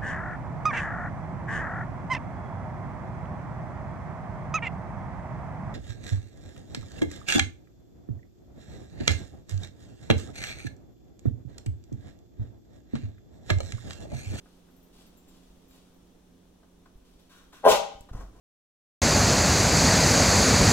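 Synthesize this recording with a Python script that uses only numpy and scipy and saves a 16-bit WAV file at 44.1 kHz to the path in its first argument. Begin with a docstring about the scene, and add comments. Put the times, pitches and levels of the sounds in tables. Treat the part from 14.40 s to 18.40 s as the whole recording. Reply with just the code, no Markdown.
"""Two dogs wrestling on a rug

In a quiet, humming living room, the dogs sniff faintly, fur brushes the rug, jaws knock and collar
tags tinkle. Then one lets out a loud huff: a few gruff flaps of the throat open into a rush
of air that rings in the room. Paws thump the wooden floor and claws scuff as they scramble up."""
import sys
import numpy as np
from scipy import signal
from scipy.fft import rfft, irfft
from scipy.io import wavfile
from scipy.ndimage import uniform_filter1d

SR = 44100
rng = np.random.default_rng(int(sys.argv[2]) if len(sys.argv) > 2 else 0)


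def dump(signal):
    """Clip the signal to [-1, 1] and save it as 16-bit WAV at the path in sys.argv[1]."""
    limited = np.clip(np.atleast_2d(signal).T, -1, 1)
    pcm = np.round(limited * 32767).astype(np.int16)
    wavfile.write(sys.argv[1], SR, pcm)


N = 176400
TIME = np.arange(N) / SR
HZ = np.maximum(np.arange(N + 1) * SR / (2 * N), 1)  # the frequencies in a spectrum of 2 * N samples
GRUFF_START_S = 3.241


def from_db(db):
    """Turn decibels into a number to multiply by."""
    return 10 ** (np.asarray(db) / 20)


def rms_one(x):
    """Scale a sound so that its average strength (rms) is 1."""
    return x / np.sqrt(np.mean(x ** 2) + 1e-20)


def at_hz(points, hz):
    """Read between the rows of a (frequency, value) table, spacing octaves evenly."""
    frequencies, values = np.transpose(points)
    return np.interp(np.log(hz), np.log(frequencies), values)


def colour(x, spectrum):
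    """Shape a sound's tone with a (frequency, level) table."""
    cepstrum = irfft(np.log(from_db(at_hz(spectrum, HZ))))
    # fold it onto its first half, so the filter never rings ahead of the sound
    cepstrum[1:N] *= 2
    cepstrum[N + 1:] = 0
    return irfft(rfft(x, 2 * N) * np.exp(rfft(cepstrum)))[..., :N]


def lean(x, table):
    """Tip each frequency of a stereo sound to the left (positive dB) or right (negative dB)."""
    return np.array([colour(side, [(hz, sign * db / 2) for hz, db in table])
                     for side, sign in zip(x, (1, -1))])


def noise(spectrum):
    """Noise with the given tone and a strength of 1."""
    return rms_one(colour(rng.standard_normal(N), spectrum))


def drift(rate_hz):
    """A smooth random wobble of strength 1."""
    return rms_one(irfft(rfft(rng.standard_normal(2 * N)) / (1 + (HZ / rate_hz) ** 2))[:N])


def envelope(start, rise, hold, fall, db):
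    """Loudness that rises and holds (times in seconds), then falls by `fall` dB a second."""
    onset = np.sin(np.pi / 2 * np.clip((TIME - start) / rise, 0, 1)) ** 2
    return onset * from_db(db - fall * np.clip(TIME - start - rise - hold, 0, 2))


def bursts(rows, spectrum, grain_db):
    """Bursts of grainy noise, one envelope for each row."""
    return noise(spectrum) * from_db(grain_db * drift(150)) * sum(envelope(*row) for row in rows)


def clicks(rows, spread_db=0):
    """One click for each (time, level) row; spread_db varies the levels at random."""
    times, db = np.transpose(rows)
    out = np.zeros(N)
    positions = np.clip((times * SR).astype(int), 0, N - 1)
    out[positions] = from_db(db + spread_db * rng.standard_normal(len(times)))
    return out


def ring(x, hz, ring_s):
    """A resonance: each click starts a tone that fades by 60 dB in ring_s seconds."""
    decay, angle = from_db(-60 / (ring_s * SR)), 2 * np.pi * hz / SR
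    return signal.lfilter([0, np.sin(angle)], [1, -2 * decay * np.cos(angle), decay ** 2], x + 1e-18)


def stereo_spectra(likeness):
    """Spectra of left and right noise; a likeness of 1 makes them equal, 0 unrelated."""
    mid, side = rfft(rng.standard_normal((2, 2 * N)))
    alike = np.clip(at_hz(likeness, HZ), -1, 1)
    return np.sqrt(1 + alike) * mid + np.sqrt(1 - alike) * side * [[1], [-1]]


def room_echo():
    """The room's answer to a click: dense early echoes and a tail that dies fastest in the treble."""
    # how long the room rings (frequency [Hz], ring time [s])
    ring_times = [(150, .38), (700, .46), (3000, .5), (6000, .45), (9000, .35), (14000, .22)]
    # how alike the two sides are (frequency [Hz], likeness [0 to 1])
    likeness = [(100, .85), (250, .2), (500, 0), (1000, .2), (2000, 0)]
    field, t, echo = stereo_spectra(likeness), TIME[:SR], 0
    early_db, early_ring_s = 8, .08
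    edges = [0, *np.geomspace(250, 14000, 24), SR]
    for low, high in zip(edges, edges[1:]):
        band = irfft(field * (HZ >= low) * (HZ < high))[:, :SR]
        tail = from_db(-60 * t / at_hz(ring_times, (low + high) / 2))
        decay = (tail + from_db(early_db - 60 * t / early_ring_s)) * (t > .002)
        echo = echo + band * decay / np.sqrt(2 * np.sum(decay ** 2))
    # even out the echo's overall tone
    power = uniform_filter1d(abs(rfft(echo, 2 * N)) ** 2, size=600, axis=1)
    evening_db = -10 * np.log10(power + 1e-9)
    return np.array([colour(side, np.c_[HZ, db])[:SR] for side, db in zip(echo, evening_db)])


def in_room(x, room, echo_db, right_lag_s=.00009):
    """The direct sound, a little later on the right, plus echoes; its overall strength is kept."""
    late = irfft(rfft(x) * np.exp(-2j * np.pi * np.fft.rfftfreq(N, 1 / SR) * right_lag_s))
    echoes = signal.fftconvolve(x[None], room, axes=1)[:, :N]
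    return rms_one(np.array([x, late]) + from_db(echo_db) * echoes) * np.std(x)


def background():
    """Soft room noise with the wavering hum of an appliance."""
    # tone of the noise, and the hum's two notes (frequency [Hz], level [dB])
    tone = [(22, 0), (50, 2), (75, -6), (110, -9), (140, -13), (180, -6), (280, -5), (420, -9), (700, -16),
            (1300, -23), (2200, -29), (3400, -25), (4900, -31), (5700, -27), (7000, -30.5), (9500, -32.5),
            (15500, -37)]
    notes = [(177.6, -64), (263.8, -69)]
    # slow swells of the noise and of the hum (time [s], level [dB])
    air_swell = [(0, -59), (.7, -58), (1.6, -58.5), (2.2, -60), (3.0, -59.5), (4.0, -59)]
    hum_swell = [(0, -4), (.6, 1), (1.6, 1), (2.2, -3), (4.0, -3)]
    # how alike the two sides are (frequency [Hz], likeness [0 to 1])
    likeness = [(60, .98), (150, .9), (380, .5), (950, .3), (2400, .2), (6000, 0)]
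    # which side is louder (frequency [Hz], left minus right [dB])
    balance = [(60, -.5), (150, -3), (380, -4), (950, .5), (6000, 1), (15000, 4)]
    air = rms_one(colour(irfft(stereo_spectra(likeness))[:, :N], tone))
    air *= from_db(np.interp(TIME, *np.transpose(air_swell)))
    hum = 0
    for hz, db in notes:
        strength = np.sqrt(2) * from_db(db + 1.8 * drift(3))
        hum = hum + strength * np.sin(2 * np.pi * hz * TIME + .5 * drift(4))
    hum *= from_db(np.interp(TIME, *np.transpose(hum_swell)))
    return lean(air + hum, balance)


def faint_sniffs_and_fur():
    """Faint sniffs and soft brushes of fur on the rug."""
    # sniffs and brushes (start [s], rise [s], hold [s], fall [dB/s], level [dB])
    hisses = [(.03, .03, .06, 100, -69), (.525, .005, .09, 100, -63.5), (.85, .06, .06, 45, -66.5),
              (1.28, .04, .05, 100, -66), (2.63, .03, .05, 120, -70), (2.78, .015, .02, 120, -69)]
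    # their shared tone (frequency [Hz], level [dB])
    tone = [(300, -6), (900, -1), (2000, -8), (3400, 0), (4300, -2), (6000, -6), (10000, -12), (15000, -18)]
    return bursts(hisses, tone, grain_db=3)


def jaw_knocks():
    """Teeth and jaws knock dully as the dogs mouth each other."""
    # knocks (time [s], level [dB])
    knocks = [(.056, -60), (.284, -62), (2.228, -61), (2.456, -55.5), (3.128, -49), (3.688, -50.5)]
    # tone of a jaw (frequency [Hz], level [dB])
    tone = [(200, -14), (600, -2), (1000, -2), (1450, 0), (2100, -15), (5000, -20), (15000, -40)]
    return noise(tone) * sum(envelope(s, rise=.002, hold=.002, fall=900, db=db) for s, db in knocks)


def collar_tags():
    """Tags touch, click and ring; the two lowest notes depend on where the touch lands."""
    # touches (time [s], level [dB], extra for the two lowest notes [dB])
    touches = [(.165, -75, -10), (.274, -75, 0), (.309, -72, -8), (.365, -64, -10), (.429, -65, -12),
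               (.666, -66, -12), (.773, -62, 7), (.882, -68, 10), (1.283, -66, -3), (1.303, -66, 0),
               (1.345, -69, 4), (1.54, -73, -8), (2.57, -74, -10), (2.8, -77, -5)]
    # notes of the metal (frequency [Hz], level [dB], ring time [s])
    notes = [(7300, -12, .35), (7540, -10, .5), (12190, -3, .25), (12290, -6, .2), (14720, -8, .15),
             (14940, -6, .2)]
    times, level, extra = np.transpose(touches)
    tinkle = 0
    for k, (hz, db, ring_s) in enumerate(notes):
        strikes = clicks(np.c_[times, level + extra * (k < 2)], spread_db=2)
        tinkle = tinkle + from_db(db) * ring(strikes, hz, ring_s)
    bright_clicks = colour(clicks(np.c_[times, level]), [(3000, -25), (9000, -8), (14000, 0)])
    return tinkle + from_db(22) * bright_clicks


def paw_thumps():
    """Weight lands on soft paws and sets the floorboards swaying."""
    # landings (time [s], level [dB])
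    landings = [(1.1, -54), (2.555, -47), (2.755, -55), (3.27, -48), (3.315, -45), (3.55, -46),
                (3.605, -44), (3.712, -34), (3.747, -30), (3.79, -40), (3.835, -41), (3.915, -47),
                (3.96, -50)]
    # notes of the floor (frequency [Hz], level [dB], ring time [s])
    boards = [(31, -6, .3), (45, -2, .35), (72, -5, .15), (105, -5, .12), (170, -10, .1)]
    sway = sum(from_db(db) * ring(clicks(landings, spread_db=1.5), hz, ring_s)
               for hz, db, ring_s in boards)
    return signal.sosfilt(signal.butter(2, 150, fs=SR, output="sos"), sway)  # soft paws leave only bass


def sniffs():
    """Short rushes of air as the dogs sniff and pant."""
    # breaths (start [s], rise [s], hold [s], fall [dB/s], level [dB])
    breaths = [(2.889, .01, .075, 110, -58), (3.118, .015, .035, 130, -55.5)]
    # tone of a sniff (frequency [Hz], level [dB])
    tone = [(300, -25), (800, -10), (1050, 0), (1500, 1), (2000, -9), (3800, -4), (4900, -14), (5700, -9),
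            (9000, -17), (15000, -22)]
    return bursts(breaths, tone, grain_db=1.5)


def throat(x):
    """The hollow of the throat lets sound through near its resonances."""
    # resonances (frequency [Hz], width [Hz], level [dB])
    resonances = [(295, 100, -20), (470, 120, -8), (600, 160, 0), (790, 120, -1), (925, 100, -8),
                  (1140, 110, -15), (1350, 150, -16), (2300, 300, -35), (3100, 600, -29)]
    out = 0
    for hz, width, db in resonances:
        r = np.exp(-np.pi * width * np.sqrt(2) / SR)
        band = [(1 - r * r) / 2, 0, (r * r - 1) / 2, 1, -2 * r * np.cos(2 * np.pi * hz / SR), r * r]
        out = out + from_db(db) * signal.sosfilt([band, band], x + 1e-18)  # twice, for deeper valleys
    return out


def throat_air():
    """Breath rushes through the throat."""
    # the breath (start [s], rise [s], hold [s], fall [dB/s], level [dB])
    breath = (3.228, .042, .058, 300, -20.3)
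    return rms_one(throat(rng.standard_normal(N))) * envelope(*breath)


def throat_flaps():
    """Slow, uneven flaps of the throat, each with a puff of air, swell quickly and stop."""
    flap_hz, unevenness, swell_s, stop_s, puff_s = 89, .03, .033, .024, .0022
    gaps = (1 + unevenness * rng.standard_normal(8)) / flap_hz
    times = GRUFF_START_S + np.cumsum(gaps) - gaps[0]
    past_peak = times - GRUFF_START_S - swell_s
    flap_db = np.minimum(-19 * (past_peak / swell_s) ** 2, -40 * past_peak / stop_s)
    flaps = clicks(np.c_[times, flap_db])
    puff = TIME[:SR // 20] * np.exp(-TIME[:SR // 20] / puff_s)
    air = signal.fftconvolve(flaps, puff / np.linalg.norm(puff))[:N] * rng.standard_normal(N)
    soften = signal.butter(3, 1050, fs=SR, output="sos")
    voice = signal.sosfilt(soften, throat(flaps + .6 * air))
    return from_db(-10.5) * voice / np.sqrt(np.sum(voice ** 2) / (swell_s * SR))


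def nose_air():
    """A thin leak, then a fluttering rush through nose and lips that dulls as the pressure drops."""
    # tones of the leak and of the rush (frequency [Hz], level [dB])
    leak_tone = [(1000, -8), (1900, -14), (2400, -4), (3200, 3), (4400, -11), (6500, -10), (8200, -22),
                 (9700, -9), (11500, -18), (16000, -20)]
    rush_tone = [(100, -8), (350, -7), (1100, -1), (1450, -2), (1790, -15), (1980, 0), (2400, 2), (3600, 1),
                 (4800, -4), (5800, -2.5), (7600, -4), (8700, -12), (12000, -12), (16000, -16)]
    # the rush (start [s], rise [s], hold [s], fall [dB/s], level [dB])
    breath = (3.268, .023, .024, 145, -23)
    peak_s, stop_s = breath[0] + breath[1], 3.36
    air = noise(rush_tone) * from_db(2.2 * drift(70))
    dull_air = signal.sosfilt(signal.butter(1, 7000, fs=SR, output="sos"), air)
    brightness = from_db(-130 * np.clip(TIME - peak_s, 0, 1))
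    stopping = from_db(-400 * np.clip(TIME - stop_s, 0, 1))
    rush = (dull_air + brightness * (air - dull_air)) * envelope(*breath) * stopping
    leak = noise(leak_tone) * envelope(GRUFF_START_S, rise=.018, hold=.03, fall=300, db=-35)
    return leak + rush


def huff(room):
    """Throat and nose sound together; the throat sets a few of the room's notes ringing."""
    # notes of the room (frequency [Hz], level against the voice [dB], ring time [s])
    notes = [(440, -23, .45), (520, -16, .42), (570, -16, .4), (800, -15, .45), (957, -21, .42)]
    voice = in_room(throat_flaps() + throat_air(), room, echo_db=-3.2)
    ringing = sum(from_db(db) * rms_one(ring(voice, hz, ring_s)) for hz, db, ring_s in notes)
    return voice + np.std(voice) * ringing + in_room(nose_air(), room, echo_db=2.3)


def claw_tick():
    """A claw makes one short, bright tick."""
    # tone of the claw (frequency [Hz], level [dB])
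    tone = [(1500, -35), (4000, -14), (6000, 0), (9000, -5), (15000, -17)]
    return noise(tone) * envelope(start=3.608, rise=.0003, hold=.0006, fall=9000, db=-46)


def claw_scuffs():
    """Claws drag through the tufts of the rug."""
    # drags (start [s], rise [s], hold [s], fall [dB/s], level [dB])
    drags = [(3.718, .022, .008, 300, -47), (3.76, .008, .015, 220, -50.5), (3.797, .012, .006, 260, -51.5),
             (3.92, .02, .05, 100, -60)]
    # tone of the scraped rug (frequency [Hz], level [dB])
    tone = [(100, 3), (300, 1), (550, -3), (900, -1), (1500, -10), (2200, -20), (4800, -23), (5800, -19),
            (9000, -30), (15000, -38)]
    return bursts(drags, tone, grain_db=2.5)


def scene():
    """The dogs play a little to the left, over the floor's thumps and the background."""
    # where the dogs are heard (frequency [Hz], left minus right [dB])
    balance = [(200, -1), (450, 2.5), (850, 4), (1400, 1.5), (2400, 1.5), (7000, 2), (10000, 7),
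               (15000, 10.5)]
    room = room_echo()
    dogs = in_room(sniffs() + faint_sniffs_and_fur(), room, echo_db=1.5)
    dogs += in_room(jaw_knocks() + claw_tick() + claw_scuffs(), room, echo_db=-3)
    dogs += huff(room)
    dogs += in_room(collar_tags(), room, echo_db=-2.5)
    return lean(dogs, balance) + paw_thumps() + background()


def record(dry):
    """Cut the very highest treble steeply."""
    return signal.sosfilt(signal.ellip(12, .1, 90, 15850, fs=SR, output="sos"), dry)


dry = scene()
out = record(dry)
dump(out)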